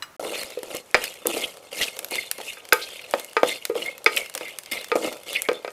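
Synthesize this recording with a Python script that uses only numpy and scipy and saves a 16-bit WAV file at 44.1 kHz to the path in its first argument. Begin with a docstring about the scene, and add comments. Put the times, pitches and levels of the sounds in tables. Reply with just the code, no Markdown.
"""A ladle stirs nuts and whole spices dry-roasting in a clay pot, close up, in mono.
About three strokes a second: filtered random contacts make its grinding, its rasp and the sliding seeds.
Knocks and a clink are damped modes with noise, squeals are resonated slips, snaps are tiny filtered bursts.
A faint echo and quiet open air surround the pot; near the start the sound drops out for a moment."""
import sys
import numpy as np
from scipy import signal
from scipy.fft import rfft, irfft, next_fast_len
from scipy.io import wavfile
from scipy.ndimage import uniform_filter1d, map_coordinates

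SR = 44100
rng = np.random.default_rng(int(sys.argv[2]) if len(sys.argv) > 2 else 0)


def write(x):
    x = np.atleast_2d(x).T
    wavfile.write(sys.argv[1], SR, np.round(np.clip(x, -1, 1) * 32767).astype(np.int16))


N = 252252  # length in samples

PAUSE_START_S, PAUSE_END_S = 0.165, 0.196  # the momentary silence
TOP_HZ = 15400  # upper edge of the sound


def amp(db):
    """Decibels to gain."""
    return 10 ** (np.asarray(db) / 20)


def unit(x):
    """Scale to rms 1."""
    return x / np.sqrt(np.mean(x ** 2) + 1e-20)


def burst(x, span):
    """Scale a short sound to the energy of rms 1 held for span seconds."""
    return x * np.sqrt(span * SR / (np.sum(x ** 2) + 1e-20))


def add(track, s, sound):
    """Mix a sound in at s seconds."""
    start = max(round(s * SR), 0)
    part = track[start:start + len(sound)]
    part += sound[:len(part)]


def shaped(x, gain):
    """Filter x by a gain over frequency, with minimum phase so that attacks stay sharp."""
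    size = 2 * next_fast_len(len(x) // 2 + 2048)
    wanted = np.maximum(gain(np.fft.rfftfreq(size, 1 / SR)), 1e-6)
    cepstrum = irfft(np.log(wanted))
    # folding the cepstrum onto positive time makes the filter causal
    cepstrum[1:size // 2] *= 2
    cepstrum[size // 2 + 1:] = 0
    response = np.exp(rfft(cepstrum))
    return irfft(rfft(x, size) * response)[:len(x)]


def coloured(x, points):
    """Filter x by a gain curve of (Hz, dB) points, joined on a log frequency axis."""
    f, db = np.transpose(points)
    return shaped(x, lambda hz: amp(np.interp(np.log(hz + 1), np.log(f), db)))


def hump(hz, centre, q):
    """Gain of one resonance."""
    return 1 / np.sqrt(1 + (q * (hz / centre - centre / (hz + 1))) ** 2)


def wobble(rate):
    """A smooth random curve, rate knots a second."""
    knots = rng.standard_normal(int(N * rate / SR) + 4)
    return map_coordinates(knots, [np.arange(N) * rate / SR])


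def grains(count, rate, spread_db):
    """Tiny contacts over count samples: random moments, rate a second on average, random sizes and signs."""
    size_db = spread_db * np.clip(rng.standard_normal(count), -2, 2)
    sizes = amp(size_db) * rng.choice([-1, 1], count)
    return unit(sizes * (rng.random(count) < rate / SR))


def fading(t, t60):
    """Noise that dies away by 60 dB in t60 seconds."""
    return rng.standard_normal(len(t)) * amp(-60 * t / t60)


def ring(t, modes, length, scatter_db):
    """Damped modes; every blow lands elsewhere and shares its strength out anew."""
    hz, db, t60 = np.transpose(modes)[:, :, None]
    signs = rng.choice([-1, 1], hz.shape)
    strength = amp(db + scatter_db * rng.standard_normal(hz.shape)) * signs
    decay = np.exp(-np.log(1000) * t / (t60 * length))
    return np.sum(strength * np.sin(2 * np.pi * hz * t) * decay, axis=0)


# gain curve of the open air: freq_hz [Hz], level_db [dB]
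AIR_CURVE = [(25, -24), (100, -1), (250, -1.5), (480, 2), (900, 1), (2500, -11), (6000, -11.5),
             (15000, -23)]


def outdoors():
    """Quiet open air as filtered noise, with a soft rush before the stirring starts."""
    air = amp(-55.5) * unit(coloured(rng.standard_normal(N), AIR_CURVE))
    rush_curve = [(60, -8), (400, -3), (1500, 3.5), (4000, -13.5)]
    rush = amp(-54) * unit(coloured(rng.standard_normal(N), rush_curve))
    return air + rush * (np.arange(N) / SR < PAUSE_START_S)


# modes of a light metal clink; the player shortens every decay to 0.8:
# freq_hz [Hz], level_db [dB, relative], t60_s [s, before shortening]
CLINK_MODES = [(1187, -14.5, 0.19), (1330, -21, 0.18), (1390, -21, 0.11), (2890, -7, 0.1), (4020, 0, 0.039),
               (5040, -14, 0.096), (5900, -18, 0.087), (7870, -17, 0.11)]


def clink():
    """A utensil is touched once: its metal modes ring over a tap of dying noise."""
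    out, t = np.zeros(N), np.arange(SR // 5) / SR
    tap_curve = [(300, -38), (900, -4), (1400, 10.0), (4000, -7), (12000, -12)]
    tap = coloured(fading(t, t60=0.087), tap_curve)
    metal = unit(ring(t, CLINK_MODES, length=0.8, scatter_db=1)) + 0.8 * unit(tap)
    add(out, 0.0235, amp(-28) * burst(metal, span=0.0099))
    return out


def surroundings(x):
    """The pot and the ground throw back a short echo: x convolved with a dying noise tail."""
    t = np.arange(SR // 3) / SR
    onset = 1 - np.exp(-t / 0.011)
    tail_curve = [(100, -7), (500, -11.0), (3000, -18.5), (14000, -17.5)]
    tail = coloured(fading(t, t60=0.25) * onset, tail_curve)
    return signal.fftconvolve(x, tail / np.linalg.norm(tail))[:N]


def scuffs(rate, spread_db, t60):
    """Tiny contacts that each leave a short puff of noise."""
    t = np.arange(SR // 20) / SR
    puff_power = amp(-120 * t / t60)  # power, so the sound itself falls 60 dB in t60
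    power = signal.fftconvolve(grains(N, rate, spread_db) ** 2, puff_power)[:N]
    return unit(np.sqrt(np.abs(power)) * rng.standard_normal(N))


def pings(count, pitch_hz, cycles, spread_db):
    """Seeds colliding as damped sines, each with its own moment, pitch and size."""
    when, pitch, size = rng.random((count, 3)).T[:, :, None]
    hz = pitch_hz * 2 ** (1.8 * (pitch - 0.5))  # 0.9 octave either way
    t = np.arange(SR // 100) / SR
    waves = amp(spread_db * size ** 2) * np.sin(2 * np.pi * hz * t) * np.exp(-hz * t / cycles)
    places = (when * N).astype(int) + np.arange(len(t))
    return unit(np.bincount(places.ravel(), waves.ravel(), N)[:N])


def wandering(x, depth_db):
    """The moving contact brings out different resonances from moment to moment."""
    z = signal.stft(x, nperseg=256)[2]
    field = uniform_filter1d(rng.standard_normal(z.shape), size=2, axis=0)  # across frequency
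    field = uniform_filter1d(field, size=7, axis=1)  # across time
    return signal.istft(z * amp(depth_db * unit(field)), nperseg=256)[1][:N]


# strokes of the ladle; levels are for the end of the push, before the sag and the judder:
# start_s [s], push_s [s], fade_s [s per 20 dB], swell_db [dB over the push, negative weakens],
# grind_db [dB], rasp_db [dB], seeds_db [dB]
STROKE_TABLE = [(0.183, 0.21, 0.2, 10, -24, -34, -36), (0.614, .15, 0.05, 20, -28.5, -34, -37.5),
                (0.96, 0.098, 0.14, 10, -34.5, -32, -36), (1.261, 0.14, 0.15, 5.5, -25, -31, -34),
                (1.707, 0.11, 0.14, 19, -28.5, -27.5, -30.5), (2.102, 0.067, 0.17, 1.5, -36.5, -32, -36.5),
                (2.384, 0.099, 0.16, 13.5, -42.5, -39, -40.5), (2.733, 0.074, 0.41, 12, -42.5, -37, -42.5),
                (3.086, .1, 0.19, 6, -43.5, -41, -43.5), (3.433, 0.053, 0.11, 17, -35, -27.5, -32),
                (3.742, 0.11, 0.13, 3.5, -30.5, -34.5, -41), (4.08, 0.093, 0.11, 20.5, -29, -29.5, -33),
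                (4.346, 0.15, .16, 4, -37.5, -41, -47), (4.712, 0.021, 0.17, -5, -36, -30.5, -38),
                (4.951, 0.024, 0.21, -9, -30, -40.5, -39.5), (5.02, 0.042, 0.13, 5.5, -26, -31, -37.5),
                (5.26, 0.094, 0.08, 7.5, -36.5, -31, -38), (5.52, 0.025, 0.1, 14, -42, -45, -56)]
STIR_START_S = STROKE_TABLE[0][0]
TOUCH_S = 0.007  # the edge settles on the clay
IDLE_SWING_DB = 4  # scale of the random swing between strokes


def effort(stroke_db, sag_db_per_s, idle_db):
    """Gain of one sound: strokes touch down, swell or weaken over the push, then fade as the ladle lifts."""
    t = np.arange(N) / SR
    power = amp(idle_db + IDLE_SWING_DB * wobble(12)) ** 2 * (t > STIR_START_S)
    for (start_s, push_s, fade_s, swell_db, *_), level_db in zip(STROKE_TABLE, stroke_db):
        pushed = np.clip(t - start_s, 0, push_s)
        lifted = np.maximum(t - start_s - push_s, 0)
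        shape_db = swell_db * (pushed / push_s - 1) - sag_db_per_s * pushed - 20 * lifted / fade_s
        touch = np.clip((t - start_s) / TOUCH_S, 0, 1)
        power = power + (touch * amp(level_db + shape_db)) ** 2
    return np.sqrt(power)


# gain curves of the grinding, the rasp and the sliding seeds: freq_hz [Hz], level_db [dB]
GRIND_CURVE = [(40, -41), (140, -22), (220, -12), (310, -11), (390, -3.5), (520, 5.5), (640, 0.5),
               (800, -6), (1050, -12.5), (1350, -8), (1650, -29), (2600, -44)]
RASP_CURVE = [(1000, -15.5), (1600, -10.5), (1900, -2), (2150, 1.5), (2400, 3), (2850, 7.5), (3300, -0.5),
              (4200, 0), (5200, -5.5), (7500, -25)]
SEEDS_CURVE = [(2500, -28), (5000, -5.5), (6500, -2), (8500, 0), (11500, -2), (13500, -4), (15500, -27)]
# modes of the ladle, rung by its scraping edge: freq_hz [Hz], level_db [dB, relative]
LADLE_MODES = [(2140, 3), (2560, -3.5), (2860, -4), (3230, -5), (3540, -1), (4250, -6)]
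GRIP_DB = 5.5  # scale of the swing in grip on each ladle mode
GRIND_SAG_DB_PER_S, SEEDS_SAG_DB_PER_S = 65.5, 13.5  # the edge skims and the heap thins out in a push
IDLE_GRIND_DB, IDLE_RASP_DB, IDLE_SEEDS_DB = -53.5, -54, -58  # drifting back among rolling seeds
BUMP_DB, HEAVY_PUSH_DB = -34.5, -30  # bumping level when the grinding gain is at the second figure
BUMP_GROWTH = 1.8  # dB of bumping gained per dB of grinding


def stirring():
    """In each stroke coarse bumps shake the bowl, grit rasps under the edge, and seeds tumble ahead."""
    *_, grind_db, rasp_db, seeds_db = np.transpose(STROKE_TABLE)
    pressure = effort(grind_db, GRIND_SAG_DB_PER_S, IDLE_GRIND_DB)
    judder = wobble(70)  # the pressure of the edge is never even
    grit = scuffs(rate=700, spread_db=5, t60=0.023)
    nuts = scuffs(rate=60, spread_db=3, t60=0.008)

    # the lowest notes of the bowl come up with a heavy push
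    hollow_gain = lambda hz: hump(hz, 333.4, q=5.7) ** 2 + 0.32 * hump(hz, 252, q=2.5) ** 2
    hollow = unit(shaped(grains(N, rate=330, spread_db=3), hollow_gain))
    bumping = hollow * amp(BUMP_DB) * (pressure / amp(HEAVY_PUSH_DB)) ** BUMP_GROWTH

    grind = unit(coloured(grains(N, rate=300, spread_db=3) + 0.36 * nuts, GRIND_CURVE))

    singing = np.zeros(N)
    for mode_hz, mode_db in LADLE_MODES:
        contacts = grains(N, rate=1500, spread_db=2)
        mode = shaped(contacts, lambda hz: amp(mode_db) * hump(hz, mode_hz, q=72))
        singing += mode * amp(GRIP_DB * wobble(14))
    scrape = unit(wandering(coloured(grit + 0.6 * nuts, RASP_CURVE), depth_db=5.5))
    rasp = unit(scrape + 0.63 * unit(singing))

    ticks = pings(count=9000, pitch_hz=7600, cycles=5, spread_db=15)
    seeds = unit(coloured(0.9 * ticks + grit + 0.35 * nuts, SEEDS_CURVE))

    return (grind * pressure * amp(1.93 * judder)
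            + bumping
            + rasp * effort(rasp_db, 0, IDLE_RASP_DB) * amp(1.36 * judder)
            + seeds * effort(seeds_db, SEEDS_SAG_DB_PER_S, IDLE_SEEDS_DB) * amp(judder))


# ladle against the pot: start_s [s], boom_db [dB], thud_db [dB], wall_db [dB],
# bright_hz [Hz, centre of the wall sound's emphasis], length [share of the modes' t60]
KNOCK_TABLE = [(0.2273, -33, -33, -63, 2800, 0.31), (0.2512, -28, -30.5, -43, 1320, 2.5),
               (0.5722, -24, -47, -49, 1220, 0.63), (.631, -51, -34, -51, 2970, 0.3),
               (.747, -26, -29, -51, 2160, 0.19), (0.9448, -22, -37, -9.5, 1790, 0.11),
               (.949, -29, -17, -15.5, 1870, 0.62), (1.2557, -21.5, -28, -33, 1230, 0.62),
               (1.366, -26.5, -27, -54, 2500, 0.68), (2.121, -34, -29, -58, 2500, 0.27),
               (2.385, -36.5, -34, -54, 1300, 0.81), (2.402, -36.5, -34, -46, 1300, 0.32),
               (2.571, -50, -51, -39.5, 1580, 1.3), (2.724, -15.5, -23.5, -8.5, 1530, 0.78),
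               (3.138, -34, -15.5, -23, 1410, 0.21), (3.367, -18.5, -24.5, -14.5, 1300, 0.73),
               (3.4319, -24, -10, -19, 1350, 0.27), (3.6981, -16.5, -29, -35.5, 1230, 1.1),
               (3.754, -20.5, -29, -46, 1250, 0.69), (4.0615, -17, -26.5, -8.5, 2200, 0.82),
               (4.41, -42, -31, -37, 2530, 1.8), (4.917, -17, -28, -18.5, 1160, 0.8),
               (4.9557, -19, -19.5, -30, 1300, 0.47), (5.4873, -17.5, -18.5, -21, 1590, 0.62),
               (5.515, -23.5, -30, -33, 2120, 0.49), (5.647, -31.5, -29.5, -33.5, 2080, 0.81),
               (5.678, -42, -32, -33, 1730, .8)]
# modes of the clay wall and of the hollow bowl:
# freq_hz [Hz], level_db [dB, relative], t60_s [s, before the length share]
WALL_MODES = [(890, -0.5, 0.15), (1239, 4.5, 0.14), (1320, 6, 0.045), (1403, -7.5, 0.16), (1570, -8, 0.21),
              (1574, 6.5, 0.04), (1883, -4.5, 0.19), (2057, 5.5, 0.054), (2270, 4.5, 0.11), (2366, 4, 0.11),
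              (2547, 9.5, 0.053), (2670, -5, 0.062), (3524, 8, 0.038), (4160, 9.5, 0.025),
              (4950, 13.5, 0.04), (6250, -2, 0.028)]
BOWL_MODES = [(343, -14.5, 0.074), (427.3, -4.5, 0.12), (473.5, -2, 0.14), (516, 1, 0.04)]
# gain curve of the dull thud: freq_hz [Hz], level_db [dB]
THUD_CURVE = [(40, -66), (140, -30.5), (250, -12), (400, 0), (560, 3.5), (750, -2.5), (1000, -8.5),
              (1500, -20.5), (3000, -21), (9000, -38.5)]


def knocks():
    """A blow gives a thud, a bowl boom and a wall ring, cut short if the ladle stays pressed on."""
    out, t = np.zeros(N), np.arange(SR // 3) / SR
    for start_s, boom_db, thud_db, wall_db, bright_hz, length in KNOCK_TABLE:
        boom = ring(t, BOWL_MODES, length, scatter_db=0.5) * (1 - np.exp(-t / 0.0024))
        thud = coloured(fading(t, t60=0.0056) + 0.19 * fading(t, t60=0.079), THUD_CURVE)
        clay = ring(t, WALL_MODES, length, scatter_db=1.5)
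        clatter = fading(t, t60=0.012) + 0.22 * fading(t, t60=0.12)
        # a broad and a narrow resonance lift the wall sound around bright_hz
        emphasis = lambda hz: hump(hz, bright_hz, q=0.78) + 0.64 * hump(hz, bright_hz, q=20.0)
        wall_gain = lambda hz: emphasis(hz) * hump(hz, 1410, q=0.45) / np.hypot(1, hz / 7000)
        wall = shaped(unit(clay) + 1.12 * unit(clatter), wall_gain)
        for part, level_db in (boom, boom_db), (thud, thud_db), (wall, wall_db):
            add(out, start_s, amp(level_db) * burst(part, span=0.009))
    return out


# individually timed snaps of seeds and ticks of seeds against the pot:
# start_s [s], crack_db [dB], answer_db [dB]
SNAP_TABLE = [(.433, -29.5, -29), (.632, -33, -31.5), (.751, -29, -44), (.768, -27, -37),
              (1.0402, -21, -21), (1.2703, -11, -31), (1.967, -49, -32), (1.991, -24, -24.5),
              (2.046, -23.5, -27.5), (2.086, -40, -38), (2.11, -27, -38), (2.156, -29, -24),
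              (2.314, -15.5, -22.5), (2.382, -34, -38), (2.689, -34.5, -36.5), (2.7311, -8, -12.5),
              (3.111, -29, -39.5), (3.1975, -30.5, -30), (3.2465, -30, -40.5), (3.6528, -24, -19),
              (3.98, -37, -36), (4.044, -28.5, -40), (4.165, -20, -36), (4.178, -21, -31),
              (4.298, -33, -37), (4.351, -24.5, -23), (4.377, -41, -24), (4.587, -23.5, -28.5),
              (4.66, -50, -34), (4.7145, -32, -43), (4.722, -23.5, -39), (4.8442, -37.5, -29),
              (5.168, -51.5, -40), (5.331, -27.5, -28), (5.42, -17.5, -27)]
SNAP_HZ, SNAP_SPREAD = 11340, 0.046  # pitch of a crack, and its scatter (share)
SMALL_SNAP_DB, SMALL_ANSWER_DB = -42, -39.5  # centre levels of the faint snaps in between


def faint_snaps(count):
    """Faint snaps at random moments of the stirring: start_s, crack_db, answer_db."""
    slots = (np.arange(count) + rng.random(count)) / count  # one in each equal slice of time
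    when = STIR_START_S + (N / SR - STIR_START_S) * slots
    scatter_db = 3 * rng.standard_normal((count, 2))
    return np.column_stack([when, [SMALL_SNAP_DB, SMALL_ANSWER_DB] + scatter_db])


def snaps():
    """A seed cracks or ticks within a millisecond or two; the pot answers with a short, lower rattle."""
    out, t = np.zeros(N), np.arange(SR // 10) / SR
    for start_s, crack_db, answer_db in [*SNAP_TABLE, *faint_snaps(count=44)]:
        pitch_hz = SNAP_HZ * np.exp(SNAP_SPREAD * rng.standard_normal())
        shell = fading(t, t60=0.0023) + 0.04 * fading(t, t60=0.05)
        crack = shaped(shell, lambda hz: hump(hz, pitch_hz, q=1.33) / np.hypot(1, (hz / 13000) ** 6))
        rattle = fading(t, t60=0.016) + 0.076 * fading(t, t60=0.13)
        answer = shaped(rattle, lambda hz: hump(hz, 2400, q=0.51))
        add(out, start_s, amp(crack_db) * burst(crack, span=0.0016))
        add(out, start_s, amp(answer_db) * burst(answer, span=0.0022))
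    return out


# the edge sticks and slips on the clay: peak_s [s, middle of the swell],
# level_db [dB, before a 4.5 dB trim], length_s [s, half the whole swell], pitch_hz [Hz], sharpness [Q]
SQUEAL_TABLE = [(0.351, -26, 0.013, 2770, 1.2), (1.442, -20.5, 0.016, 2980, 4.7),
                (1.832, -19, .028, 3240, 0.33), (2.189, -18.5, 0.013, 2135, 55),
                (2.489, -30, 0.032, 2690, 18), (2.833, -28, 0.023, 4070, 2.7),
                (2.996, -30, 0.0067, 2390, 2.3), (3.515, -26, 0.029, 2120, 36),
                (3.863, -28, 0.015, 2120, 45), (3.883, -21.5, 0.016, 2145, 160),
                (4.175, -13, 0.01, 2660, 1.2), (4.196, -30, 0.064, 2230, 25),
                (4.477, -32.5, 0.041, 2160, 19), (4.776, -25, 0.014, 2140, 14),
                (5.361, -16, 0.015, 2620, 7), (5.378, -25.5, 0.039, 2150, 34),
                (5.459, -31.5, 0.028, 2170, 12)]


def squeals():
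    """Bursts of quick slips ring the edge of the ladle."""
    out = np.zeros(N)
    for peak_s, level_db, length_s, pitch_hz, sharpness in SQUEAL_TABLE:
        count = int(2 * length_s * SR)
        edge = lambda hz: hump(hz, pitch_hz, sharpness) * hump(hz, pitch_hz, q=3.0)
        slips = shaped(grains(count, rate=4300, spread_db=8), edge)
        swell = burst(slips * np.hanning(count), length_s)
        add(out, peak_s - length_s, amp(level_db - 4.5) * swell)
    return out


def low_thump():
    """A soft, deep thump under the hardest knock: one smooth pulse that rises and dies away."""
    out, u = np.zeros(N), np.arange(SR // 3) / SR / 0.0012  # time in units of the 1.2 ms rise
    add(out, 0.947, amp(-37) * burst(u * np.exp(-u), span=0.009))
    return out


def scene():
    """All the sounds of the pot over the open air, the same in both channels."""
    contacts = clink() + knocks() + snaps() + squeals() + low_thump()
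    mono = stirring() + contacts + amp(-16.5) * surroundings(contacts) + outdoors()
    return np.array([mono, mono])


def record(dry):
    """Peaks clip at full scale, the sound drops out briefly near the start, and the top is cut off."""
    t = np.arange(N) / SR
    sound = np.clip(dry, -1, 1) * ((t < PAUSE_START_S) | (t > PAUSE_END_S))
    size = next_fast_len(N + SR // 2)
    low_pass = 1 / np.sqrt(1 + (np.fft.rfftfreq(size, 1 / SR) / TOP_HZ) ** 120)
    return irfft(rfft(sound, size) * low_pass, size)[:, :N]


dry = scene()
out = record(dry)
write(out)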